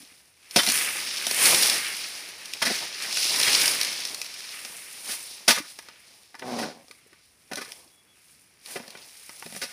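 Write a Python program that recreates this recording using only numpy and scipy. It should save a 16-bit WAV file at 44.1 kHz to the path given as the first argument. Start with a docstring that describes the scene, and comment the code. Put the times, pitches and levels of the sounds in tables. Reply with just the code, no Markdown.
"""Outdoors among trunks, a blade on a long pole chops palm fronds out of a tree crown.
Noise bursts make snapping fibres and strike resonators for the wood and the thick stalks, which knock and creak.
Clumped noise puffs make stiff leaflets rustle and crash as fronds fall; a gated sine is an insect far off.
Sparse echoes follow the breaks, and one microphone feeds two equal channels."""
import sys
import numpy as np
from scipy import signal
from scipy.fft import rfft, irfft
from scipy.io import wavfile

SR = 44100
rng = np.random.default_rng(int(sys.argv[2]) if len(sys.argv) > 2 else 0)


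def dump_mix(stems):
    """Bounce the given channels to the path in sys.argv[1] as a 16-bit WAV at rate SR."""
    frames = np.atleast_2d(stems).T  # one column per channel
    limited = np.clip(frames, -1, 1)  # hard clip at full scale
    pcm = np.round(limited * 32767).astype(np.int16)
    wavfile.write(sys.argv[1], SR, pcm)


def level_to_linear(level):
    """Convert decibel levels to linear amplitude factors, elementwise."""
    exponent = np.asarray(level, float) / 20
    return 10 ** exponent


N = 428652

# Spectrum of leaflets and fibres. Each row: frequency in Hz, relative level in dB per Hz.
LEAF_SPECTRUM = [(530, -19.5), (900, -12.5), (1210, -3.5), (1380, -10), (2330, -2.5), (3110, -6.5),
                 (5310, -1), (6980, -12.5), (7860, -14), (9630, -7), (12800, -21.5), (15500, -15)]


def rms_one(x):
    """Power normalisation: scale to a mean square of one."""
    return x / np.sqrt(np.mean(x ** 2) + 1e-20)


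def in_time(rows):
    """Linear interpolation: columns of a (seconds, value, ..) curve, sample by sample."""
    seconds, *columns = np.transpose(rows)
    return [np.interp(np.arange(N) / SR, seconds, column) for column in columns]


def high_pass(x, low_hz):
    """Second-order Butterworth high-pass: removes the bass."""
    return signal.sosfilt(signal.butter(2, low_hz, "high", fs=SR, output="sos"), x)


def band(x, low_hz, high_hz):
    """Butterworth band-pass: one band of a sound, at unit power."""
    sos = signal.butter(3, [low_hz, high_hz], "band", fs=SR, output="sos")
    return rms_one(signal.sosfilt(sos, x))


def colour(x, spectrum):
    """Minimum-phase filtering: a folded cepstrum shapes the spectrum so that nothing sounds early."""
    hz, level_db = np.transpose(spectrum)
    grid = np.linspace(1, SR / 2, 4097)
    log_gain = np.interp(np.log(grid), np.log(hz), level_db) * np.log(10) / 20
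    cepstrum = irfft(log_gain)
    cepstrum[1:4096] *= 2
    cepstrum[4097:] = 0
    impulse = irfft(np.exp(rfft(cepstrum)))
    return signal.fftconvolve(x, impulse)[:len(x)]


def drift(rate_hz):
    """Low-pass random process: slow chance of spread 1, drawn every 40 samples."""
    pole = np.exp(-80 * np.pi * rate_hz / SR)
    noise = rng.standard_normal(N // 40 + 1002)
    slow = signal.lfilter([1], [1, -2 * pole, pole * pole], noise)[1000:]  # start-up left out
    return np.interp(np.arange(N) / 40, np.arange(len(slow)), rms_one(slow))


def ring(clicks, hz, t60):
    """Damped resonator: a unit click starts a sine of height 1 that falls 60 dB in t60 seconds."""
    radius, angle = level_to_linear(-60 / (t60 * SR)), 2 * np.pi * hz / SR
    poles = [1, -2 * radius * np.cos(angle), radius * radius]
    return signal.lfilter([0, np.sin(angle)], poles, clicks + 1e-18)


def crackle(per_s, spread_db, grain_s, smooth_db, clump_db):
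    """Shot noise: clumped leaflet taps, each a fast-dying puff, over the blur of countless small ones."""
    sizes = level_to_linear(spread_db * np.minimum(rng.exponential(1, N), 5))  # capped, no freak taps
    taps = sizes * (rng.random(N) < per_s * level_to_linear(clump_db * drift(12)) / SR)
    puffs = signal.lfilter([1], [1, -np.exp(-1 / (grain_s * SR))], taps + 1e-18)
    sharp = rms_one(puffs * rng.standard_normal(N))
    return rms_one(sharp + level_to_linear(smooth_db) * rng.standard_normal(N))


def fractures():
    """Impulsive excitation: bursts of tearing fibres ring the wood modes and push on the stalks."""
    # The blade bites and tears into a stalk. Each row: start in seconds, fibre crack level in dB,
    # splitting wood level in dB, wood pitch in Hz, level of the force on the stalk in dB.
    blows = [(0.5579, -6.5, -29, 2420, -35.5), (0.581, -13, -9, 3300, -82), (0.671, -27, -34, 1800, -44),
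             (2.616, -12.5, -13, 1643, -74), (2.649, -16, -21.5, 1990, -50), (2.662, -20, -23, 2100, -56),
             (2.697, -28, -40, 1480, -46), (5.086, -67, -32.5, 2000, -64), (5.477, -2.5, -10, 1500, -37),
             (5.501, -8.5, -16, 1660, -67), (5.565, -43, -23, 2010, -62), (6.5826, -26.5, -28, 2180, -56),
             (6.6228, -30, -26, 2340, -48.5), (7.5117, -32, -30, 1410, -47), (7.568, -26, -29.5, 1490, -53),
             (7.608, -29, -31.5, 1760, -62), (8.754, -31.5, -26.5, 2180, -47.5),
             (9.613, -21, -26, 1510, -68), (9.631, -28, -46, 2000, -55.5), (9.705, -40, -49, 2000, -82)]
    # Pole or blade taps wood, short and hard. Each row: start in seconds, fibre crack level in dB,
    # splitting wood level in dB, wood pitch in Hz, level of the force on the stalk in dB.
    taps = [(0.561, -15.5, -11, 700, -50), (1.267, -15, -28.5, 950, -57), (1.311, -16, -25, 950, -54.5),
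            (3.171, -17.5, -26, 1700, -85), (4.6492, -27.5, -55, 1200, -64), (5.584, -25.5, -45, 2000, -52),
            (5.7883, -31.5, -31.5, 1540, -80), (5.886, -38, -40.5, 1620, -75),
            (6.343, -49, -35.5, 1290, -82), (6.351, -39.5, -41, 1400, -82), (6.394, -34, -40, 2260, -86),
            (6.422, -54, -26.5, 1500, -66), (6.882, -45, -56, 1180, -76), (6.911, -36.5, -44, 1400, -80),
            (7.13, -49.5, -45.5, 1280, -77), (8.797, -50, -48, 2190, -55), (8.879, -35.5, -44, 2320, -65.5),
            (8.951, -48, -39.5, 1980, -58), (9.293, -35.5, -38.5, 1190, -69),
            (9.424, -39, -30.5, 1500, -88), (9.462, -35, -39, 2300, -57), (9.502, -46, -53, 1200, -78),
            (9.524, -38, -41, 1800, -63.5), (9.549, -37, -39, 2200, -60), (9.563, -32, -40, 1800, -59)]
    # Leaflets and fibres snap. Each row: start in seconds, crack level in dB.
    snaps = [(0.5094, -28), (0.633, -17), (0.664, -13), (0.673, -16), (0.688, -12), (0.699, -11),
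             (0.775, -16.5), (0.787, -19), (1.165, -40), (1.508, -12), (1.546, -8), (1.697, -8),
             (2.456, -26.5), (2.535, -18.5), (3.022, -23.5), (3.126, -20), (3.228, -17.5), (3.266, -19),
             (3.295, -17), (3.36, -15.5), (3.399, -10.5), (3.413, -13), (3.428, -14), (3.432, -11),
             (3.531, -14), (3.617, -10), (3.657, -10), (3.678, -9), (3.812, -10), (3.831, -16),
             (3.847, -16), (3.901, -32), (4.051, -17.5), (4.145, -20), (4.215, -18.5), (4.245, -29),
             (4.262, -28), (4.34, -30), (4.366, -47), (4.418, -42), (7.533, -25.5), (7.5564, -22.5),
             (7.648, -35), (7.719, -27), (8.642, -51), (8.6597, -30), (8.904, -32.5), (8.972, -39)]
    # Modes of split wood. Each row: frequency in Hz, level in dB, 60 dB decay time in seconds.
    wood = [(700, 0, .018), (950, 0, .022), (1220, 0, .028), (1490, 0, .03), (1750, -1, .028),
            (1950, 0, .028), (2370, 0, .028), (3080, 0, .025), (3520, 0, .03)]
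    blow_s, blow_rise_s = 0.013, 0.0046
    tap_s, tap_rise_s = 0.0037, 0.0002
    snap_s, snap_rise_s = 0.003, 0.00044
    snap_wood_db, snap_force_db = -19, -59.5  # relative to the crack
    fall_db_per_octave, chance_db = 15.5, 3  # modes far from a burst's pitch ring less
    splinter_db = -13.5  # unpitched part of the splitting wood

    tearing = crackle(900, spread_db=3.5, grain_s=0.00048, smooth_db=5.5, clump_db=0.0)
    fibres = band(colour(tearing, LEAF_SPECTRUM), 2500, 20000)
    splinters = band(tearing, 600, 2300)
    rows = [(*row, blow_s, blow_rise_s) for row in blows]
    rows += [(*row, tap_s, tap_rise_s) for row in taps]
    rows += [(s, db, db + snap_wood_db, 2400, db + snap_force_db, snap_s, snap_rise_s) for s, db in snaps]
    chance = rng.standard_normal((len(rows), len(wood)))
    out, force = np.zeros(N), np.zeros(N)
    for (s, fibre_db, wood_db, pitch_hz, force_db, length, rise), luck in zip(rows, chance):
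        at = round(s * SR)
        t = (np.arange(int(.08 * SR)) / SR)[:N - at]
        span = slice(at, at + len(t))
        shape = (1 - np.exp(-t / rise)) ** 2 * np.exp(-(t / length) ** 1.1)
        # each burst gets exactly the energy of its envelope
        strength = np.sqrt(np.mean(shape ** 2))
        crack, split, push = (rms_one(shape * x[span]) * strength for x in (fibres, splinters, tearing))
        out[span] += level_to_linear(fibre_db) * crack + level_to_linear(wood_db + splinter_db) * split
        force[span] += level_to_linear(force_db) * push
        for (hz, level_db, t60), u in zip(wood, luck):
            octaves_off = abs(np.log2(hz / pitch_hz))
            share_db = level_db - fall_db_per_octave * octaves_off + chance_db * u
            even = np.sqrt(10 / (t60 * SR))  # long ringing gains no extra power
            out[span] += level_to_linear(wood_db + share_db) * even * ring(push, hz, t60)
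    return out + stalk(force)


def stalk(force):
    """Modal synthesis: thick stalks; the struck place keeps changing, and so does each mode's share."""
    # Modes of the stalks. Each row: frequency in Hz, mean level in dB, 60 dB decay time in seconds.
    stalk_modes = [(239, -5.5, 0.092), (280, -7.5, 0.033), (407, -4.5, 0.02), (492, 2.5, 0.0057),
                   (567, -4.5, 0.048), (700, 0, 0.019), (1000, -19.5, 0.02), (1520, -14.5, 0.02),
                   (2130, -21, .015)]
    modes = sum(ring(force * level_to_linear(level_db + 1.1 * drift(8.2)), hz, t60)
                for hz, level_db, t60 in stalk_modes)
    return high_pass(modes, 192)  # keeps the knocks free of bass below their lowest mode


def creak():
    """Stick-slip friction: the blade slips unevenly in a stalk, and grit rubs between the slips."""
    # Blade forced through a stalk. Each row: time in seconds, level in dB.
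    creak_curve = [(6.409, -57), (6.422, -41.5), (6.5, -34), (6.56, -34), (6.63, -36.5), (6.68, -40.5),
                   (6.74, -52), (6.85, -62)]
    slips_per_s, sag_per_s2 = 128, 110  # slips slow down as the blade goes deeper
    uneven_start, uneven_growth_per_s = 0.09, 1.6  # and grow ragged
    level_db, = in_time(creak_curve)
    t = np.arange(N) / SR
    start, end = creak_curve[0][0], creak_curve[-1][0]
    since = np.clip(t - start, 0, end - start)
    per_s = slips_per_s - sag_per_s2 * since
    uneven = np.clip(uneven_start + uneven_growth_per_s * since, 0, .6)
    turns = np.cumsum(per_s * (1 + 0.27 * uneven * drift(36))) / SR
    slips = np.diff(np.floor(turns), prepend=0) * level_to_linear(3.7 * uneven * rng.standard_normal(N))
    grit = 0.08 * uneven * rng.standard_normal(N)
    on = (t > start) * (t < end)
    return level_to_linear(level_db) * rms_one(stalk(slips + grit)) * on


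def thumps():
    """Single-mode resonance: a soft contact starts one low mode that dies within a few cycles."""
    # Low knocks, and at the start the fading low tone of a creak.
    # Each row: start in seconds, level in dB, pitch in Hz.
    thump_rows = [(0.003, -47, 270), (0.028, -44, 272), (0.118, -51, 280), (0.561, -22, 235),
                  (0.672, -32, 270), (0.694, -31, 280), (2.672, -24, 257), (2.701, -28, 332),
                  (5.481, -20, 250), (5.492, -21, 220), (5.601, -28, 300), (6.904, -41, 450),
                  (7.062, -46, 450), (7.125, -47, 400), (7.679, -40.5, 457), (8.799, -47, 500),
                  (7.8, -50, 400), (7.86, -53, 330), (9.455, -38, 170), (9.48, -50, 200), (9.502, -47, 190),
                  (9.524, -38, 222), (9.544, -37, 222), (9.564, -36, 198), (9.585, -48, 170)]
    cycles = 15  # until 60 dB down
    out = np.zeros(N)
    click = np.pad(np.hanning(80) / 40, (0, int(.1 * SR)))  # a soft contact
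    for s, level_db, hz in thump_rows:
        at = round(s * SR)
        out[at:at + len(click)] += level_to_linear(level_db) * ring(click, hz, cycles / hz)[:N - at]
    return out


def brushing():
    """Amplitude envelope: Gaussian swells as the pole brushes through leaflets."""
    # Each row: centre in seconds, half length (to 1/e) in seconds, level in dB.
    swishes = [(5.119, 0.04, -38), (6.577, 0.11, -43), (8.714, 0.06, -46.5)]
    t = np.arange(N) / SR
    return sum(level_to_linear(level_db) * np.exp(-((t - s) / half) ** 2) for s, half, level_db in swishes)


def shoving():
    """Amplitude envelope: dull grinds with a linear attack and an exponential release."""
    # Blade shoved between stalk bases. Each row: start in seconds, length in seconds, level in dB.
    shoves = [(0, 0.092, -72), (6.433, 0.22, -41.5), (7.5, 0.34, -64.5), (8.673, 0.32, -57.5)]
    attack_s, release_s = 0.0022, 0.032
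    t = np.arange(N) / SR
    out = np.zeros(N)
    for s, length, level_db in shoves:
        attack = np.clip((t - s) / attack_s, 0, 1)
        release = np.exp(-np.maximum(t - s - length, 0) / release_s)
        out += level_to_linear(level_db) * attack * release
    return out


def stalk_rumble(rustle_db):
    """Filtered shot noise: stalks rumble with a share of the rustle's swing, and grind at each shove."""
    # Spectrum of the rumble. Each row: frequency in Hz, relative level in dB per Hz.
    rumble_spectrum = [(24, -64), (40, -12), (236, -7), (476, -4.5), (1000, -5), (1690, -23), (2860, -120)]
    follows, under_db = 0.93, -16.5  # share of the rustle's dB, offset from it
    level = level_to_linear(follows * rustle_db + under_db) + shoving()
    grains = crackle(130, spread_db=-1.0, grain_s=0.0089, smooth_db=3.5, clump_db=4.5)
    return level * level_to_linear(0.8 * drift(5.5)) * rms_one(colour(grains, rumble_spectrum))


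def leaves():
    """Band-wise shot noise: four sizes of leaflet part, each with taps and patches of its own."""
    # How hard the leaflets move. Each row: time in seconds, rustle level in dB ahead of the band offsets.
    leaf_motion = [(0.0, -55), (0.35, -63.5), (0.49, -55), (0.57, -35), (0.7, -29), (0.8, -29), (1.05, -35),
                   (1.3, -35.5), (1.46, -18), (1.59, -22.5), (1.76, -26), (1.82, -32), (2.33, -42),
                   (2.59, -43), (2.72, -31), (2.92, -40.5), (3.08, -34.5), (3.4, -26), (3.6, -21.5),
                   (3.72, -25.5), (3.76, -29), (3.9, -33.5), (4.28, -43), (5.2, -45.5), (6.1, -56),
                   (6.85, -62.5), (7.39, -66), (7.69, -52), (8.01, -64), (8.62, -63), (8.82, -54.5),
                   (9.26, -53.5), (9.72, -46)]
    # Level of the treble relative to the rustle. Each row: time in seconds, level in dB.
    treble = [(0, 2.5), (1.3, 1.5), (1.6, -5), (4.3, -2), (4.75, 4), (5.4, 1), (6.5, -5), (7.4, 0.5),
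              (9.72, 3.5)]
    (rustle_db,), (treble_db,) = in_time(leaf_motion), in_time(treble)
    rustle_db = 20 * np.log10(level_to_linear(rustle_db) + brushing())
    shared = crackle(300, spread_db=0.5, grain_s=0.002, smooth_db=3.5, clump_db=6.0)
    bands = [(700, 2710, rustle_db - 16.5), (1307, 3225, rustle_db - 4.5),
             (2800, 7500, rustle_db + 0.5), (7640, 20500, rustle_db + treble_db)]
    out = np.zeros(N)
    for low_hz, high_hz, level_db in bands:
        own = crackle(160, spread_db=2.5, grain_s=0.0019, smooth_db=2.5, clump_db=5.0)
        rustle = band(colour(shared + 1.18 * own, LEAF_SPECTRUM), low_hz, high_hz)
        out += level_to_linear(level_db + 2.2 * drift(2.2)) * rustle
    return out + stalk_rumble(rustle_db)


def grove(x):
    """Convolution with a sparse impulse response: a few smeared echoes off ground and trunks."""
    # Each row: delay in seconds, level in dB.
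    echoes = [(.005, -9.5), (.035, -13.5), (.07, -16)]
    tail = np.zeros(int(.25 * SR))
    smear = np.exp(-np.arange(len(tail)) / (0.012 * SR))
    for s, level_db in echoes:
        at = round(s * SR)
        puff = smear * rng.standard_normal(len(tail))
        tail[at:] += level_to_linear(level_db) * (puff / np.linalg.norm(puff))[:len(tail) - at]
    return high_pass(signal.fftconvolve(x, tail)[:N], 900)  # the echoes are bright, without low knocks


def insect():
    """Amplitude modulation: a pure tone gated into short chirps."""
    # Each row: start in seconds, length in seconds, level in dB.
    chirps = [(7.882, .03, -76), (7.915, 0.046, -64), (7.963, 0.062, -61.5), (8.073, .07, -62)]
    t = np.arange(N) / SR
    shape = sum(level_to_linear(level_db) * np.sin(np.pi * np.clip((t - s) / length, 0, 1)) ** .5
                for s, length, level_db in chirps)
    return shape * np.sin(2 * np.pi * 3370 * t)  # pitch in Hz


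def air():
    """Coloured stationary noise: the open air, its level slowly wandering."""
    # Each row: frequency in Hz, relative level in dB per Hz.
    air_spectrum = [(18, -44.5), (30, 6), (139, 11.5), (871, -0.5), (2500, -1), (3250, -12.5), (5500, -120)]
    level_db = -69.5 + 1.5 * drift(3.8)
    return level_to_linear(level_db) * rms_one(colour(rng.standard_normal(N), air_spectrum))


def scene():
    """Superposition: all sources add at one microphone, given to two equal channels."""
    breaks = fractures() + creak() + thumps()
    background = air()
    return np.tile(breaks + grove(breaks) + leaves() + insect() + background, (2, 1))


def top_cut(x):
    """Nothing passes above the cut-off."""
    return signal.sosfilt(signal.butter(12, 16650, fs=SR, output="sos"), x)


def record(dry):
    """Band limiting and saturation: a small microphone lacks bass, rounds loud peaks and cuts the top."""
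    thin = high_pass(dry, 136)
    # faint low noise of the microphone itself
    thin = thin + level_to_linear(-77.5) * band(rng.standard_normal(N), 54, 122)
    rounded = .95 * np.tanh(thin / .95)
    mix = signal.sosfilt(signal.cheby2(14, 60, 15800, fs=SR, output="sos"), rounded)
    return top_cut(mix)


dry = scene()
out = record(dry)
dump_mix(out)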